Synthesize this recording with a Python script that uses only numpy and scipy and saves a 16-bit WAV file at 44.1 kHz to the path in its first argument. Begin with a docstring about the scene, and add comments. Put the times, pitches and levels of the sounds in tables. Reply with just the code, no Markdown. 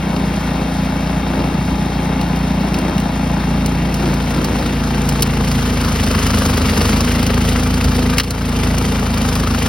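"""A single-cylinder four-stroke snowblower creeps along: harmonics of its firings, taps and gears over noise.
At first it runs light; ringing scrapes, dull booms and clicks of ice and grit come and go.
From about 4.5 s it bites into a deep bank: the engine sags and drones, noise bursts harden into a rasp,
and filtered noise hisses like snow up the chute, with more grit clicking through the housing.
Near 8.2 s a hard double clack makes a limiter duck; the noise then fades a little as the machine moves off."""
import sys
import numpy as np
from scipy import signal
from scipy.fft import rfft, irfft, next_fast_len
from scipy.io import wavfile
from scipy.ndimage import uniform_filter1d, minimum_filter1d

SR = 44100
rng = np.random.default_rng(int(sys.argv[2]) if len(sys.argv) > 2 else 0)


def persist_wave(psi):
    """Save psi, clipped to +-1, as 16-bit WAV."""
    counts = np.round(np.clip(psi, -1, 1) * 32767).astype(np.int16)
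    wavfile.write(sys.argv[1], SR, np.atleast_2d(counts).T)


N = 426888

# the bucket scrapes over crust: (time [s], half-width of the swell [s], level above the growl's base [dB])
SCRAPES = [(0.5, 0.17, 12.5), (1.4, 0.086, 23), (2.075, .07, 21), (2.634, 0.045, 18), (2.847, 0.11, 24.5),
           (4.067, 0.045, 26), (4.38, 0.031, 26), (4.573, 0.1, 23), (6.913, 0.25, 14)]
# exhaust puff running light and under load: (place in the cycle [0-1], smear of the harmonics [rad])
PUFF_LIGHT, PUFF_LOADED = (.7, -.315), (.9, -.6)


def from_db(db):
    """Decibels to gain."""
    return 10 ** (np.asarray(db) / 20)


def rms_one(x):
    """Scale to an average strength (rms) of 1."""
    return x / np.sqrt(np.mean(x ** 2) + 1e-20)


def in_time(rows):
    """Each column of a time table, read at every sample."""
    s, *columns = np.transpose(rows)
    return [np.interp(np.arange(N) / SR, s, column) for column in columns]


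def at_hz(points, hz):
    """Read a spectrum table on a log-frequency axis."""
    points = np.array(points)
    return np.interp(np.log(hz + 1e-9), np.log(points[:, 0]), points[:, 1])


def drift(per_s):
    """Smooth random wandering with spread 1; a higher per_s wanders faster."""
    step = 40  # samples between computed points
    r = np.exp(-2 * np.pi * step * per_s / SR)
    kicks = rng.standard_normal(N // step + 2002)
    slow = signal.lfilter([1], [1, -2 * r, r * r], kicks)[2000:]  # drop the start-up
    return np.interp(np.arange(N) / step, np.arange(len(slow)), rms_one(slow))


def noise(spectrum):
    """Noise of a given colour, rms 1."""
    size = next_fast_len(N, True)
    hz = np.arange(size // 2 + 1) * SR / size
    white = rfft(rng.standard_normal(size))
    return rms_one(irfft(white * from_db(at_hz(spectrum, hz)), size)[:N])


def resonate(x, hz, width):
    """One resonance with gain 1 at its top."""
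    r = np.exp(-np.pi * width / SR)
    top = np.array([1, 0, -1]) * (1 - r * r) / 2
    return signal.lfilter(top, [1, -2 * r * np.cos(2 * np.pi * hz / SR), r * r], x + 1e-18)


def body(x, modes):
    """A solid part rings at several resonances at once, added with alternating signs."""
    return sum((-1) ** k * from_db(db) * resonate(x, hz, width)
               for k, (hz, width, db) in enumerate(modes))


def each_cycle(cycle, spread_db):
    """A new random gain for every engine cycle."""
    gains = from_db(spread_db * rng.standard_normal(400))
    return gains[np.floor(cycle).astype(int) + 2]


def burst(cycle, place, width):
    """A bell-shaped opening once a cycle."""
    away = cycle - place
    return np.exp(-.5 * ((away - np.rint(away)) / width) ** 2)


def swells(s, length):
    """A bell-shaped swell around one moment."""
    return np.exp(-.5 * ((np.arange(N) / SR - s) / length) ** 2)


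def puff_phase(puff, k):
    """Lag of harmonic k: the puff's place in the cycle plus the spread of its echoes in the muffler."""
    place, smear = puff
    return 2 * np.pi * k * place + smear * k * k


def exhaust_note(cycle, speed, load, waver_db=1.0, rough_db=1.45, strain_db=2.6, wander_rad=0.46):
    """Harmonics of the firing rate slide through the muffler's resonances and grow rougher under load."""
    # exhaust note running light, at half load and at full load:
    # (frequency [Hz], peak level of a harmonic there before wavering and exhaust loudness [dB])
    note_light, note_half, note_loaded = [(29, -61), (58, -23), (87, -31), (116, -45.5), (145, -26),
                                          (174, -20.5), (203, -23.5), (232, -32), (261, -25), (290, -35.5),
                                          (330, -57), (410, -44.5), (480, -64)], [(28, -54), (56, -18), (84, -25), (112, -28.5),
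                                                              (140, -18), (168, -27.5), (196, -23.5),
                                                              (224, -21.5), (252, -36.5), (280, -47),
                                                              (370, -35), (480, -43.5), (540, -63)], [(27, -69), (52, -17),
                                                                                 (80, -16), (106, -19.5),
                                                                                 (127, -25), (138, -27),
                                                                                 (162, -21.5), (180, -36.5),
                                                                                 (193, -24.5), (208, -17.5),
                                                                                 (231, -36.5), (246, -25),
                                                                                 (285, -42), (345, -64),
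                                                                                 (420, -37), (482, -54),
                                                                                 (530, -45)]
    t, coarse = np.arange(N), slice(None, None, 40)  # levels need only every 40th sample
    speed, load = speed[coarse], load[coarse]
    light, heavy = np.maximum(1 - 2 * load, 0), np.maximum(2 * load - 1, 0)
    blend = [(light, note_light), (1 - light - heavy, note_half), (heavy, note_loaded)]
    working = np.interp(t, t[coarse], 1 - light)
    out, together = 0, drift(1.0)[coarse]
    for k in np.arange(1, 21):
        level_db = sum(share * at_hz(note, k * speed) for share, note in blend)
        own_waver_db = (rough_db + strain_db * load) * drift(13.4)[coarse]
        level_db += min(k / 10, 1) * (waver_db * together + own_waver_db)
        # the puff changes shape as the throttle opens; turn each phase the short way round
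        turn = puff_phase(PUFF_LOADED, k) - puff_phase(PUFF_LIGHT, k)
        change = np.angle(np.exp(1j * turn))
        lag = puff_phase(PUFF_LIGHT, k) + working * change
        if 3 < k < 9:
            lag = lag + wander_rad * working * drift(4.0)  # no two labouring strokes burn alike
        gain = np.interp(t, t[coarse], from_db(level_db))
        out = out + gain * np.sin(2 * np.pi * k * cycle - lag)
    return out


def lugging(cycle, speed, ease_db=5.0, waver_db=0.2):
    """As the engine sags, every second stroke falls short and a drone grows between the harmonics."""
    # drone tones: (multiple of the firing rate [1], peak level at the deepest sag, before wavering [dB])
    drone_tones = [(3.5, -20), (8.5, -26.5)]
    level_db = -ease_db * (speed - speed.min())  # ease_db quieter for each firing per s above the slowest
    out = 0
    for k, db in drone_tones:
        gain = from_db(db + level_db + waver_db * drift(3.7))
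        out = out + gain * np.sin(2 * np.pi * k * cycle + 1.0 * drift(5.8))
    return out


def knocks(cycle, load, level_db=-29, load_db=-5, rattle_width=0.11):
    """Piston and valves tap the block at fixed places in the cycle, each tap with a short loose rattle."""
    # taps in each cycle: (place in the cycle [0-1], relative level [dB])
    tap_places = [(0.021, 1), (0.181, 2.5), (0.439, 0), (.73, 6.5)]
    # engine block and shrouds: (frequency [Hz], width [Hz], level [dB])
    block_modes = [(510.5, 26, 0.5), (609, 36, 4), (687, 130, 1), (836.5, 75, 2.5), (995, 60, -1.5),
                   (1206, 87, -5.5), (1520, 280, -12), (1863, 82, -8), (2216, 64, -6.5), (2830, 160, -17.5),
                   (3165, 86, -13.5), (3720, 136, -12.5)]
    taps = np.zeros(N)
    for place, db in tap_places:
        tap = np.diff(np.floor(cycle - place), prepend=np.floor(-place))  # one click a cycle
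        loose = .04 * burst(cycle, place + rattle_width, rattle_width) * rng.standard_normal(N)
        taps += from_db(db) * each_cycle(cycle - place + .5, 1.3) * (tap + loose)
    return from_db(level_db + load_db * load) * rms_one(body(taps, block_modes))


def gears(cycle, load, load_db=-9, waver_db=2.5, place=0.039):
    """Timing gears, loaded by the cam once a cycle, sing thin lines that fade as the engine labours."""
    # whirr: (multiple of the firing rate [1], peak level before wavering and load [dB])
    gear_tones = [(14, -44), (17, -45), (21, -42), (22, -44), (24, -41), (26, -44), (29, -35.5)]
    lines = 0
    for k, db in gear_tones:
        gain = from_db(db + waver_db * drift(0.97))
        lines = lines + gain * np.sin(2 * np.pi * k * (cycle - place) + 0.97 * drift(0.82))
    return from_db(load_db * load) * lines


def work_levels(speed, load):
    """Levels [dB] of rumble, rasp and hiss: scrapes lift rumble and rasp; load and sag lift rasp and hiss."""
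    sag = 29.1 - speed  # firings per s below the free-running speed
    scrape = sum(from_db(db / 2) * swells(s, length) for s, length, db in SCRAPES)
    scrape = scrape / scrape.max()
    # the machine moves off and the operator shields it: loss [dB], heading for its full value at 10 s
    away_db = np.interp(np.arange(N) / SR, [8.1, 10], [0, 1.65])
    rumble_db = -25 + 4 * scrape - away_db + 1 * drift(2.6)
    rasp_db = -31 + 5.5 * load + 0.85 * sag + 1.5 * scrape - away_db
    hiss_db = -39.5 + 10 * load + 0.51 * sag - away_db + 1.0 * drift(6.2)
    return rumble_db, rasp_db, hiss_db


def recolour(x, cycle, spread_db=1.26):
    """No two blasts have the same colour: each of four bands gets its own strength in every cycle."""
    size = next_fast_len(N, True)
    spectrum, hz = rfft(x, size), np.arange(size // 2 + 1) * SR / size
    band = np.digitize(hz, [900, 1800, 3600])
    return sum(irfft(spectrum * (band == k), size)[:N] * each_cycle(cycle - .4, spread_db)
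               for k in range(4))


def rasp_gate(cycle, load, light=0.061, loaded=2.18, place=0.877, width=0.065, shoulder=.45):
    """Gas tears out as the exhaust valve opens: shoulder, main blast, after-puff, uneven, harder with load."""
    parts = [(1, place, width), (shoulder, 0.68, 0.06), (.17, 0.15, 0.1)]  # (size, place, width)
    blast = sum(size * burst(cycle, at, spread) * each_cycle(cycle - at + .5, 1.3)
                for size, at, spread in parts)
    gate = 1 + (light + loaded * load) * blast
    return gate / np.sqrt(uniform_filter1d(gate ** 2, size=SR // 3))  # keeps the average level even


def spray(grain_db=2.0):
    """Snow crystals rush up the chute in small clumps: noise whose level flickers quickly."""
    # colour of the hiss: (frequency [Hz], level per Hz [dB])
    hiss_colour = [(1200, -12), (2500, -8.5), (3000, 1), (3250, 0), (3900, -1), (4900, 2), (5600, 2),
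                   (6600, 1), (8300, -5.5), (9200, -3), (11000, -4.5), (12500, -6.5), (15500, -15.5)]
    return rms_one(noise(hiss_colour) * from_db(grain_db * drift(135)))


def rushing(cycle, load, levels):
    """Turbulence: exhaust rasp, hollow when light, fuller under load; snow hiss; throbbing housing rumble."""
    # colours of rumble, light rasp and loaded rasp: (frequency [Hz], level per Hz [dB])
    rumble_colour, light_colour, loaded_colour = [(25, -24), (45, -2), (100, -0.5), (200, 7), (310, 2.5),
                                                  (380, -3), (470, -5), (600, -12.5), (900, -8),
                                                  (1500, -24), (3000, -108)], [(200, 0), (450, 2.5), (600, 2.5),
                                                                  (750, 4.5), (1080, -0.5), (1330, 4.5),
                                                                  (1750, 0.5), (2200, 0.5), (2480, -1.5),
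                                                                  (2800, 2), (3010, -16), (3180, -0.5),
                                                                  (3450, -12.5), (3700, -2.5), (4050, -8.5),
                                                                  (4400, -3.5), (4750, -15.5), (5100, -6),
                                                                  (7000, -21.5), (14000, -24.5)], [(200, -27), (450, 8),
                                                                                      (750, -2.5),
                                                                                      (1080, 0.5),
                                                                                      (1330, 2.5),
                                                                                      (1750, -3.5),
                                                                                      (2050, -2),
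                                                                                      (2450, -6),
                                                                                      (2780, -1.5),
                                                                                      (3200, -10),
                                                                                      (4200, -9),
                                                                                      (5200, -10),
                                                                                      (7000, -25),
                                                                                      (14000, -22.5)]
    rumble_db, rasp_db, hiss_db = levels
    gas = np.sqrt(1 - load) * noise(light_colour) + np.sqrt(load) * noise(loaded_colour)
    rasp = from_db(rasp_db) * recolour(gas, cycle) * rasp_gate(cycle, load)
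    snow_gate = rasp_gate(cycle, load, light=0.047, loaded=1.23, place=0.966, width=0.087, shoulder=.1)
    hiss = from_db(hiss_db) * spray() * snow_gate
    throb = rms_one(1 + 1.0 * burst(cycle, place=.08, width=.2))  # each firing shakes the housing
    rumble = from_db(rumble_db) * noise(rumble_colour) * throb
    return rasp + hiss + rumble


def whine(cycle, speed, load, waver_db=1.5):
    """Under strain, whichever harmonic slides into a muffler resonance sings out cleanly."""
    # muffler resonances: (frequency [Hz], width [Hz], level before strain, waver and exhaust loudness [dB])
    muffler = [(250, 28, -22), (485, 27, -32)]
    strain = np.minimum(2 * load, 1)
    out = 0
    for k in (9, 10, 17, 18, 19):
        gain = sum(from_db(db) * np.exp(-2 * ((k * speed - hz) / width) ** 2) for hz, width, db in muffler)
        out = out + gain * np.sin(2 * np.pi * k * cycle - puff_phase(PUFF_LOADED, k))
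    return strain * from_db(waver_db * drift(2.5)) * out


def panels(load):
    """Rubbing snow keeps the steel housing singing: noise through narrow resonances, louder with load."""
    # steel panels: (frequency [Hz], width [Hz], level at full load [dB])
    panel_rings = [(1178, 9.5, -42.5), (2370, 8.3, -40.5), (3080, 27, -42.5), (4250, 12, -57)]
    out = 0
    for hz, width, db in panel_rings:
        once = resonate(rng.standard_normal(N), hz, 2 * width)
        out = out + from_db(db) * rms_one(resonate(once, hz, 2 * width))
    return load * out


def strikes(rows, decay_s, level_db, dull_hz=3000, detune=0.064):
    """Each piece snaps, shatters in a short crunch and rings its own spot of the chute; some add a dull part."""
    # ring of the chute: (frequency before detuning [Hz], width [Hz], level [dB])
    chute_modes = [(1320, 490, -2.5), (2110, 310, 0.5), (2760, 330, 3), (3890, 200, 3.5), (4360, 450, 4),
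                   (5470, 550, 4), (6200, 820, 1), (9100, 3100, -1), (11150, 2900, -4.5), (15500, 2000, -3)]
    snap_s, snap_hz, snap_db = .002, 4500, -9  # decay, lower edge, level relative to the crunch
    out, age = np.zeros(N), np.arange(SR // 12) / SR
    high = signal.butter(2, dull_hz, "high", fs=SR, output="sos")
    low = signal.butter(2, dull_hz, "low", fs=SR, output="sos")
    bright = signal.butter(2, snap_hz, "high", fs=SR, output="sos")
    for s, db, dull_db in rows:
        crunch = from_db(db + level_db) * np.exp(-age / decay_s) * rng.standard_normal(len(age))
        dull = 2 * from_db(dull_db) * signal.sosfilt(low, crunch)
        blow = signal.sosfilt(high, crunch) - dull
        spot = [(hz * (1 + detune * rng.uniform(-0.36, 1)), width, mode_db)
                for hz, width, mode_db in chute_modes]
        snap = from_db(snap_db) * signal.sosfilt(bright, crunch * np.exp(-age / snap_s))
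        out[int(s * SR):int(s * SR) + len(age)] += body(blow, spot) + snap
    return out


def growl(spread_db=5):
    """The bucket sticks and slips on the crust; every slip rings its modes with new strengths."""
    # ring of the bucket: (frequency [Hz], width [Hz], relative level [dB])
    bucket_modes = [(185, 37, -9), (306, 21, 8.5), (352, 28, 2), (433, 30, -5.5), (536, 27, -1.5),
                    (750, 87, -10)]
    base_db, slips_per_s = -48.5, 48  # the slip rate wanders around this value
    travel = np.cumsum(slips_per_s * np.exp(.5 * drift(40))) / SR
    slips = np.diff(np.floor(travel), prepend=0)
    ring = 0
    for hz, width, db in bucket_modes:
        strength = from_db(spread_db * np.tanh(rng.standard_normal(N)))
        ring = ring + from_db(db) * resonate(slips * strength, hz, width)
    return rms_one(ring) * sum(from_db(base_db + db) * swells(s, length) for s, length, db in SCRAPES)


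def bumps():
    """The bucket bumps over packed snow; each bump is a quick, dull boom at one pitch."""
    # bumps: (time [s], pitch [Hz], peak level [dB])
    bump_times = [(1.53, 75, -24), (1.587, 130, -16), (1.645, 95, -24), (1.715, 63, -21), (2.86, 275, -27),
                  (4.384, 172, -26), (4.497, 101, -16), (4.518, 250, -22), (6.88, 148, -25),
                  (7.849, 68, -13), (7.866, 139, -18)]
    rise_s, decay_s = .008, .028
    out, age = np.zeros(N), np.arange(SR // 4) / SR
    shape = (1 - np.exp(-age / rise_s)) * np.exp(-age / decay_s)
    for s, hz, db in bump_times:
        tone = np.sin(2 * np.pi * (hz * age + rng.random()))
        out[int(s * SR):int(s * SR) + len(age)] += from_db(db) * shape / shape.max() * tone
    return out


def fine_grit(count=10):
    """Rows for small bits of grit, scattered in time and strength once the bucket has bitten."""
    first_s, last_s = 4.5, (N - SR // 5) / SR
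    when, size = rng.random((count, 2)).T
    # middle level -31 dB, up to 2 dB either way; dull part -22 dB
    return [(first_s + w * (last_s - first_s), -31 + 2 * (2 * u - 1), -22) for w, u in zip(when, size)]


def ports(direct, scattered):
    """Two microphone ports hear the machine with their own level and phase; yard scatter differs between them."""
    # share of the sound that the yard scatters: (frequency [Hz], level [dB])
    scatter = [(60, -15), (250, -23), (600, -19), (2000, -10.5), (2700, -5), (4500, -7.5), (8000, -104),
               (15000, -4)]
    # balance of the ports: (frequency [Hz], left minus right [dB])
    balance = [(200, 0), (320, -.7), (630, 3), (820, 12), (1150, 6), (1550, 6.5), (2000, 1), (2800, 2),
               (3400, 3), (4900, -2.5), (6000, 0)]
    # the gap between the ports turns the phase of the treble: (frequency [Hz], lead of the left [rad])
    phase = [(0, 0), (200, 0), (450, .5), (620, .6), (750, 1), (900, .1), (1100, -.3), (1700, -.25),
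             (2100, .1), (2400, .8), (2550, .4), (2850, 1.1), (3500, .1), (5000, .4), (5400, 1.3),
             (16500, 12.4)]
    size = next_fast_len(N + SR // 4, True)
    hz = np.arange(size // 2 + 1) * SR / size
    sides = np.array([[1], [-1]])  # left, right
    field = rfft(direct, size) + sides * from_db(at_hz(scatter, hz)) * rfft(scattered, size)
    tilt = from_db(sides * at_hz(balance, hz) / 2)
    lead = np.exp(1j * sides * np.interp(hz, *np.transpose(phase)) / 2)
    return irfft(field * lead * tilt / tilt.mean(axis=0), size)[:, :N]


def scene():
    """Speed and load drive the engine and the rushing noise; ice, scrapes and bumps are added."""
    # engine speed, pulled down by the snow and caught by the governor: (time [s], firing rate [1/s])
    speed_curve = [(0.0, 28.97), (2.3, 29.13), (4.7, 28.48), (4.8, 27.97), (5.02, 28.35), (5.82, 27.0),
                   (5.98, 26.36), (6.78, 25.11), (7.04, 26.92), (7.5, 27.29), (7.8, 28.21), (8.0, 27.5),
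                   (8.28, 28.75), (8.62, 26.94), (8.8, 28.54), (9.2, 26.67), (9.46, 27.25), (9.68, 26.12)]
    # engine effort: (time [s], load [0-1], exhaust loudness [dB])
    load_curve = [(0, 0, -0.5), (1.2, 0.05, 1.1), (3.1, 0.05, 1.5), (3.7, 0.18, 3), (4.6, 0.36, 0),
                  (5.6, 0.65, -0.5), (6.2, 1, -3), (7.7, 0.86, 0), (8.9, 0.7, -1), (9.68, 0.98, -2.5)]
    # larger bits of ice hitting the chute:
    # (time [s], crunch level before the lift below [dB], dull part before doubling, relative to it [dB])
    ice_bits = [(.163, -41, 11), (1.072, -53, 22), (2.212, -28.5, -5), (2.36, -33, -9), (2.742, -30, 2),
                (2.787, -28, -20), (2.98, -30.5, -3), (3.0, -29, -10), (3.66, -23, -30), (3.942, -25, -24),
                (4.056, -45, 16), (4.139, -29.5, -26), (4.305, -31, -22), (4.444, -23, -26),
                (5.09, -19, -30), (5.222, -10.5, -28), (5.228, -17.5, -18), (5.475, -31, -17),
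                (5.515, -26, -12), (5.847, -33, -10), (6.266, -24, -6), (6.452, -24.5, -6),
                (6.572, -26, -9), (7.006, -23.5, -4.5), (7.228, -25.5, -3), (7.265, -22.5, -17),
                (7.842, -24, -12), (8.132, -41, 7), (8.234, -22, -17), (8.306, -16.5, -34.5),
                (8.633, -32, 2), (8.783, -21, -26), (9.174, -30, -3), (9.353, -21, -20)]
    # a hard lump caught by the impeller:
    # (time [s], crunch level [dB], dull part before doubling, relative to it [dB])
    lump_hits = [(8.182, -5, -2), (8.198, -4, 6.5)]
    speed, = in_time(speed_curve)
    load, exhaust_db = in_time(load_curve)
    load = np.clip(load, 0, 1)
    cycle = np.cumsum(speed) / SR + .010 * drift(1.25)  # the crank wanders by hundredths of a cycle
    levels = work_levels(speed, load)
    # strokes differ by about 0.6 dB, smoothed over 5 ms
    stroke = uniform_filter1d(each_cycle(cycle - PUFF_LIGHT[0], .6), size=SR // 200)
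    exhaust = stroke * exhaust_note(cycle, speed, load) + whine(cycle, speed, load)
    exhaust = from_db(exhaust_db) * exhaust
    engine = exhaust + lugging(cycle, speed) + knocks(cycle, load) + gears(cycle, load)
    ice = strikes(ice_bits + fine_grit(), decay_s=.005, level_db=10.5)
    ice = ice + strikes(lump_hits, decay_s=.0068, level_db=0)
    direct = engine + rushing(cycle, load, levels) + panels(load) + bumps() + growl() + ice
    return ports(direct, scattered=rushing(cycle, load, levels))


def limiter(x, top_db=0.0, release_db_per_s=17):
    """Peaks above the top push the gain of both channels down at once; it creeps back."""
    recovery = release_db_per_s * np.arange(N) / SR
    over = np.maximum(20 * np.log10(np.abs(x).max(axis=0) + 1e-9) - top_db, 0)
    gain_db = recovery - np.maximum.accumulate(over + recovery)
    held_db = minimum_filter1d(gain_db, size=221)  # 5 ms, so the smoothed dip is in place at the peak
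    return x * from_db(uniform_filter1d(held_db, size=221))


def record(dry):
    """Limiter, then a steep filter cuts the top above 16 kHz."""
    top_cut = signal.ellip(10, .1, 80, 16000, fs=SR, output="sos")
    return signal.sosfilt(top_cut, limiter(dry))


dry = scene()
out = record(dry)
persist_wave(out)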